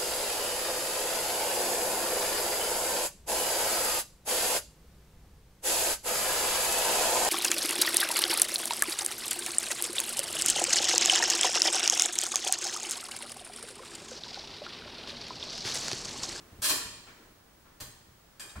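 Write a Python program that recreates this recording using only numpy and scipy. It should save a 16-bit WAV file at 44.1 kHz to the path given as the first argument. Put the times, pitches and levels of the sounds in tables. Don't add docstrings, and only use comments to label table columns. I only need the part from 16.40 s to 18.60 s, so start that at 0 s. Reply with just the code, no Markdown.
import sys
import numpy as np
from scipy import signal
from scipy.fft import rfft, irfft, next_fast_len
from scipy.io import wavfile
from scipy.ndimage import uniform_filter1d

SR = 44100
rng = np.random.default_rng(int(sys.argv[2]) if len(sys.argv) > 2 else 0)


def log_audio(samples):
    frames = np.atleast_2d(samples).T
    limited = np.clip(frames, -1, 1)
    pcm = np.round(limited * 32767).astype(np.int16)
    wavfile.write(sys.argv[1], SR, pcm)


N = 97020
TIME = np.arange(N) / SR


def from_db(db):
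    return 10 ** (np.asarray(db) / 20)


def rms_one(x):
    return x / np.sqrt(np.mean(x ** 2) + 1e-20)


def level(curve):
    return from_db(np.interp(TIME, *np.transpose(curve), left=-120))


def at_hz(points, hz):
    freqs, values = np.transpose(points)
    return np.interp(np.log(np.maximum(hz, 1)), np.log(freqs), values)


def colour(x, points):
    size = 2 * next_fast_len(x.shape[-1] // 2 + SR // 10)
    gain = from_db(at_hz(points, np.fft.rfftfreq(size, 1 / SR)))
    cepstrum = irfft(np.log(gain))
    cepstrum[1:size // 2] *= 2
    cepstrum[size // 2 + 1:] = 0
    return irfft(rfft(x, size) * np.exp(rfft(cepstrum)))[..., :x.shape[-1]]


def evened(x, width_hz):
    size = x.shape[-1]
    power = np.mean(np.abs(rfft(np.atleast_2d(x))) ** 2, axis=0) + 1e-20
    power = uniform_filter1d(power, int(width_hz * size / SR) + 1)
    excess_db = 10 * np.log10(power / power.mean())
    return colour(x, np.c_[np.fft.rfftfreq(size, 1 / SR), -excess_db][1:])


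def ring(x, modes):
    out = 0
    for hz, width, db in modes:
        radius = np.exp(-np.pi * width / SR)
        poles = [1, -2 * radius * np.cos(2 * np.pi * hz / SR), radius ** 2]
        mode = signal.lfilter([1, 0, -1], poles, x + 1e-18 * TIME)
        out = out + from_db(db) * (1 - radius ** 2) / 2 * mode
    return out


def soften(force, cutoff_hz):
    return signal.sosfilt(signal.butter(2, cutoff_hz, fs=SR, output="sos"), force + 1e-18)


def stereo_noise(width, size):
    mid, side = rfft(rng.standard_normal((2, size)))
    share = from_db(at_hz(width, np.fft.rfftfreq(size, 1 / SR)))
    return irfft((mid + share * side * [[1], [-1]]) / np.hypot(1, share), size)


# (frequency [Hz], side minus mid [dB])
ROOM_SPREAD = [(60, -53), (200, -24), (380, -13), (700, -8.5), (1300, -5.5), (2400, -1.5), (4400, -0.5),
               (15000, -3)]
# (time [s], level [dB])
SLEEVE_LEVEL = [(0, -57.5), (.2, -58.5), (.35, -61), (.85, -58.5), (1.0, -66.5), (1.35, -66.5), (1.55, -67),
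                (1.8, -67.5), (2.2, -65)]
# (frequency [Hz], gain [dB])
SLEEVE_TONE = [(40, -14.5), (120, -5), (350, 0), (700, -11), (1100, -9), (2000, -12.5), (5000, -19),
               (15000, -25.5)]
def sleeve():
    return level(SLEEVE_LEVEL) * rms_one(colour(stereo_noise(ROOM_SPREAD, N), SLEEVE_TONE))


# (frequency [Hz], gain [dB])
HUSH_TONE = [(12, -42), (20, 1), (174, -5), (263, -12), (328, -13), (445, -12), (620, -10.5), (1110, -12.5),
             (1780, -15), (1990, -17), (2410, -19.5), (4690, -20), (15000, -26.5)]
# (frequency [Hz], side minus mid [dB])
HUSH_SPREAD = [(60, -23), (110, -10), (200, -7.5), (380, 1.5), (700, -2), (2400, -0.5), (4400, 1),
               (15000, -2)]
def room_tone(hush_db=-60.5, whine_db=-75, whine_hz=15649):
    hush = rms_one(colour(stereo_noise(HUSH_SPREAD, N), HUSH_TONE))
    whine = rms_one(np.sin(2 * np.pi * whine_hz * TIME))
    return from_db(hush_db) * hush + from_db(whine_db) * whine


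# (time [s], level [dB])
HAND_BUMPS = [(.122, -18), (0.189, -15), (.285, -48), (0.361, -24), (.452, -16.5), (.512, -24.5),
              (0.553, -25), (1.412, -14), (1.471, -22), (1.686, -23.5), (2.16, -10), (2.175, -8)]
# (frequency [Hz], bandwidth [Hz], gain [dB])
PANEL_RING = [(43.3, 22, 15), (75, 29, 21.5), (108.7, 18, 15.5), (172, 13, 15), (356, 230, 0.5)]
def bumps(palm_hz=420):
    force = np.zeros(N)
    for start, db in HAND_BUMPS:
        force[int(start * SR)] += from_db(db)
    return ring(soften(force, palm_hz), PANEL_RING)


def catches(per_s, envelope, spread_db=3.0):
    size = len(envelope)
    strengths = from_db(spread_db * np.minimum(rng.exponential(1, size), 4))
    signs = rng.choice([-1, 1], size)
    touching = rng.random(size) < per_s / SR
    return evened(rms_one(strengths * signs * touching) * envelope, width_hz=50)


# (frequency [Hz], bandwidth [Hz], gain when pulled [dB], at the buckle [dB], at the band [dB])
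STRAP_RING = [(279.5, 11.5, 17, -21, -20), (335, 16, 3.5, -28, -20), (611, 17, 14, 2, -16),
              (1020, 140, 0, -2.5, -14), (1630, 67, 7, 0, 6.5), (1730, 50, 11, 3, 8),
              (2440, 38, -2, -20, 11.5), (3203, 59, 5.5, -6, 10), (4180, 44, 4.5, 8, -14),
              (4200, 28, 8.5, 3, -14), (4765, 105, 1.5, 4.5, 8.5), (4970, 12, 8, -11, -7),
              (5773, 20, 7.5, -7, -8), (6425, 72, -17, 12, -4), (7170, 33, 4, 7, -7),
              (7430, 77, -2, 6, 8.5), (7600, 19, 11.5, -18, 2), (8170, 114, 2, 8, 3),
              (8380, 84, -20, -5, 4), (8807, 20, -3, -13, 5), (9140, 25, 11, -4, 5), (9790, 20, 3, -17, -8),
              (10300, 22, 9, -15, -17), (11400, 210, -26, 1, -14), (14500, 200, -17, 5, -9)]
# (frequency [Hz], gain [dB])
PULL_TONE = [(60, -20), (200, -19.5), (280, -10.5), (480, -11.5), (780, -13), (1100, -2), (1450, -5.5),
             (2100, -5), (2600, 1), (5500, 0.5), (10500, 0), (12000, -2.5), (15500, -6)]
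BUCKLE_TONE = [(60, 4), (300, -6), (700, -4.5), (1500, -3), (2600, -3.5), (4000, -2), (6000, -4.5),
               (10000, -5.5), (15500, -8.5)]
BAND_TONE = [(60, -10), (400, -6), (900, -4), (1500, -1.5), (3000, -1), (6000, -1.5), (8500, 0.5),
             (11000, -4.5), (14000, -10), (15500, -22)]
PULLED, BUCKLE, BAND = 0, 1, 2
def strap(force, place):
    modes = [(hz, width, gains[place]) for hz, width, *gains in STRAP_RING]
    tone = (PULL_TONE, BUCKLE_TONE, BAND_TONE)[place]
    return colour(force + ring(force, modes), tone)


# (time [s], level [dB])
PULL_LEVEL = [(.216, -65), (.2195, -27.5), (.24, -25.5), (.257, -21.5), (.272, -29.5), (.287, -37),
              (.291, -24.5), (.304, -25.5), (.316, -36.5), (.335, -38)]
def pull():
    end = PULL_LEVEL[-1][0]
    force = catches(per_s=2200, envelope=level(PULL_LEVEL) * (TIME < end))
    return strap(force, PULLED)


def chatter(start, db, decay_s):
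    run = catches(per_s=5000, envelope=np.exp(-TIME[:SR // 5] / decay_s))
    blow = from_db(db) * run / np.linalg.norm(run)
    return np.pad(blow, (int(start * SR), N))[:N]


# (time [s], level [dB], decay [s], place [0 pulled, 1 buckle, 2 band])
STEEL_BLOWS = [(0.2883, 4, 0.0055, 0), (.299, 2, 0.0045, 0), (1.402, -12, 0.0041, 1),
               (1.4054, -5.5, 0.0025, 1), (1.416, -15, 0.0085, 1), (1.9964, -8, 0.0093, 2),
               (2.014, -16.5, 0.0055, 2), (2.036, -26, 0.0037, 2), (2.093, -19, 0.009, 2),
               (2.159, -23.5, 0.0045, 2)]
def clacks():
    out = 0
    for place in (PULLED, BUCKLE, BAND):
        force = sum(chatter(start, db, decay) for start, db, decay, at in STEEL_BLOWS if at == place)
        out = out + strap(force, place)
    return out


# (time [s], level [dB], decay [s], cutoff [Hz])
FITTING_KNOCKS = [(.305, 1.5, 0.013, 1100), (.668, -16, .028, 4200), (0.821, -25, 0.043, 1000),
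                  (1.253, -20.5, .015, 1400), (2.032, -12, 0.041, 1000), (2.156, -8.5, 0.0071, 1430)]
# (frequency [Hz], bandwidth [Hz], gain [dB])
FITTING_RING = [(412, 50, 4.5), (814, 23, -1), (1100, 190, 3), (1388, 39, 12.5), (1690, 300, 3),
                (2290, 120, 6)]
def knocks():
    force = sum(soften(chatter(start, db, decay), hz) for start, db, decay, hz in FITTING_KNOCKS)
    return force + ring(force, FITTING_RING)


def clink(start_s=2.09, hz=3730, gain_db=-43, decay_s=0.006):
    age = np.maximum(TIME - start_s, 0)
    envelope = age / decay_s * np.exp(-age / decay_s)
    return from_db(gain_db) * envelope * np.sin(2 * np.pi * hz * age)


# (frequency [Hz], time to fall 60 dB [s])
ROOM_DECAY = [(100, 0.72), (300, 0.66), (1000, .8), (2000, 0.84), (4500, 0.79), (8000, 0.68), (11000, 0.47),
              (15000, 0.3)]
def room(x, direct_db=-10.5, cabinet_db=-2, room_db=-4, cabinet_t60_s=0.21, build_up_s=0.0015):
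    age = TIME[:SR]
    hz = np.fft.rfftfreq(SR, 1 / SR)
    spectrum = rfft(stereo_noise(ROOM_SPREAD, SR))
    cabinet = from_db(-60 * age / cabinet_t60_s)
    cabinet *= from_db(cabinet_db) / np.linalg.norm(cabinet)
    response = 0
    for centre, t60 in ROOM_DECAY:
        band = at_hz([(f, f == centre) for f, _ in ROOM_DECAY], hz)
        tail = from_db(-60 * age / t60)
        tail *= from_db(room_db) / np.linalg.norm(tail)
        response = response + irfft(spectrum * band, SR) * np.hypot(cabinet, tail)
    response *= 1 - np.exp(-age / build_up_s)
    response[:, 0] += from_db(direct_db)
    return signal.fftconvolve(x[None], evened(response, width_hz=22), axes=1)[:, :N]


def scene():
    handling = pull() + clacks() + knocks() + bumps()
    return room(handling) + clink() + sleeve() + room_tone()


def record(dry, cutoff_hz=15750):
    return signal.sosfilt(signal.ellip(12, .1, 80, cutoff_hz, fs=SR, output="sos"), dry)


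dry = scene()
out = record(dry)
log_audio(out)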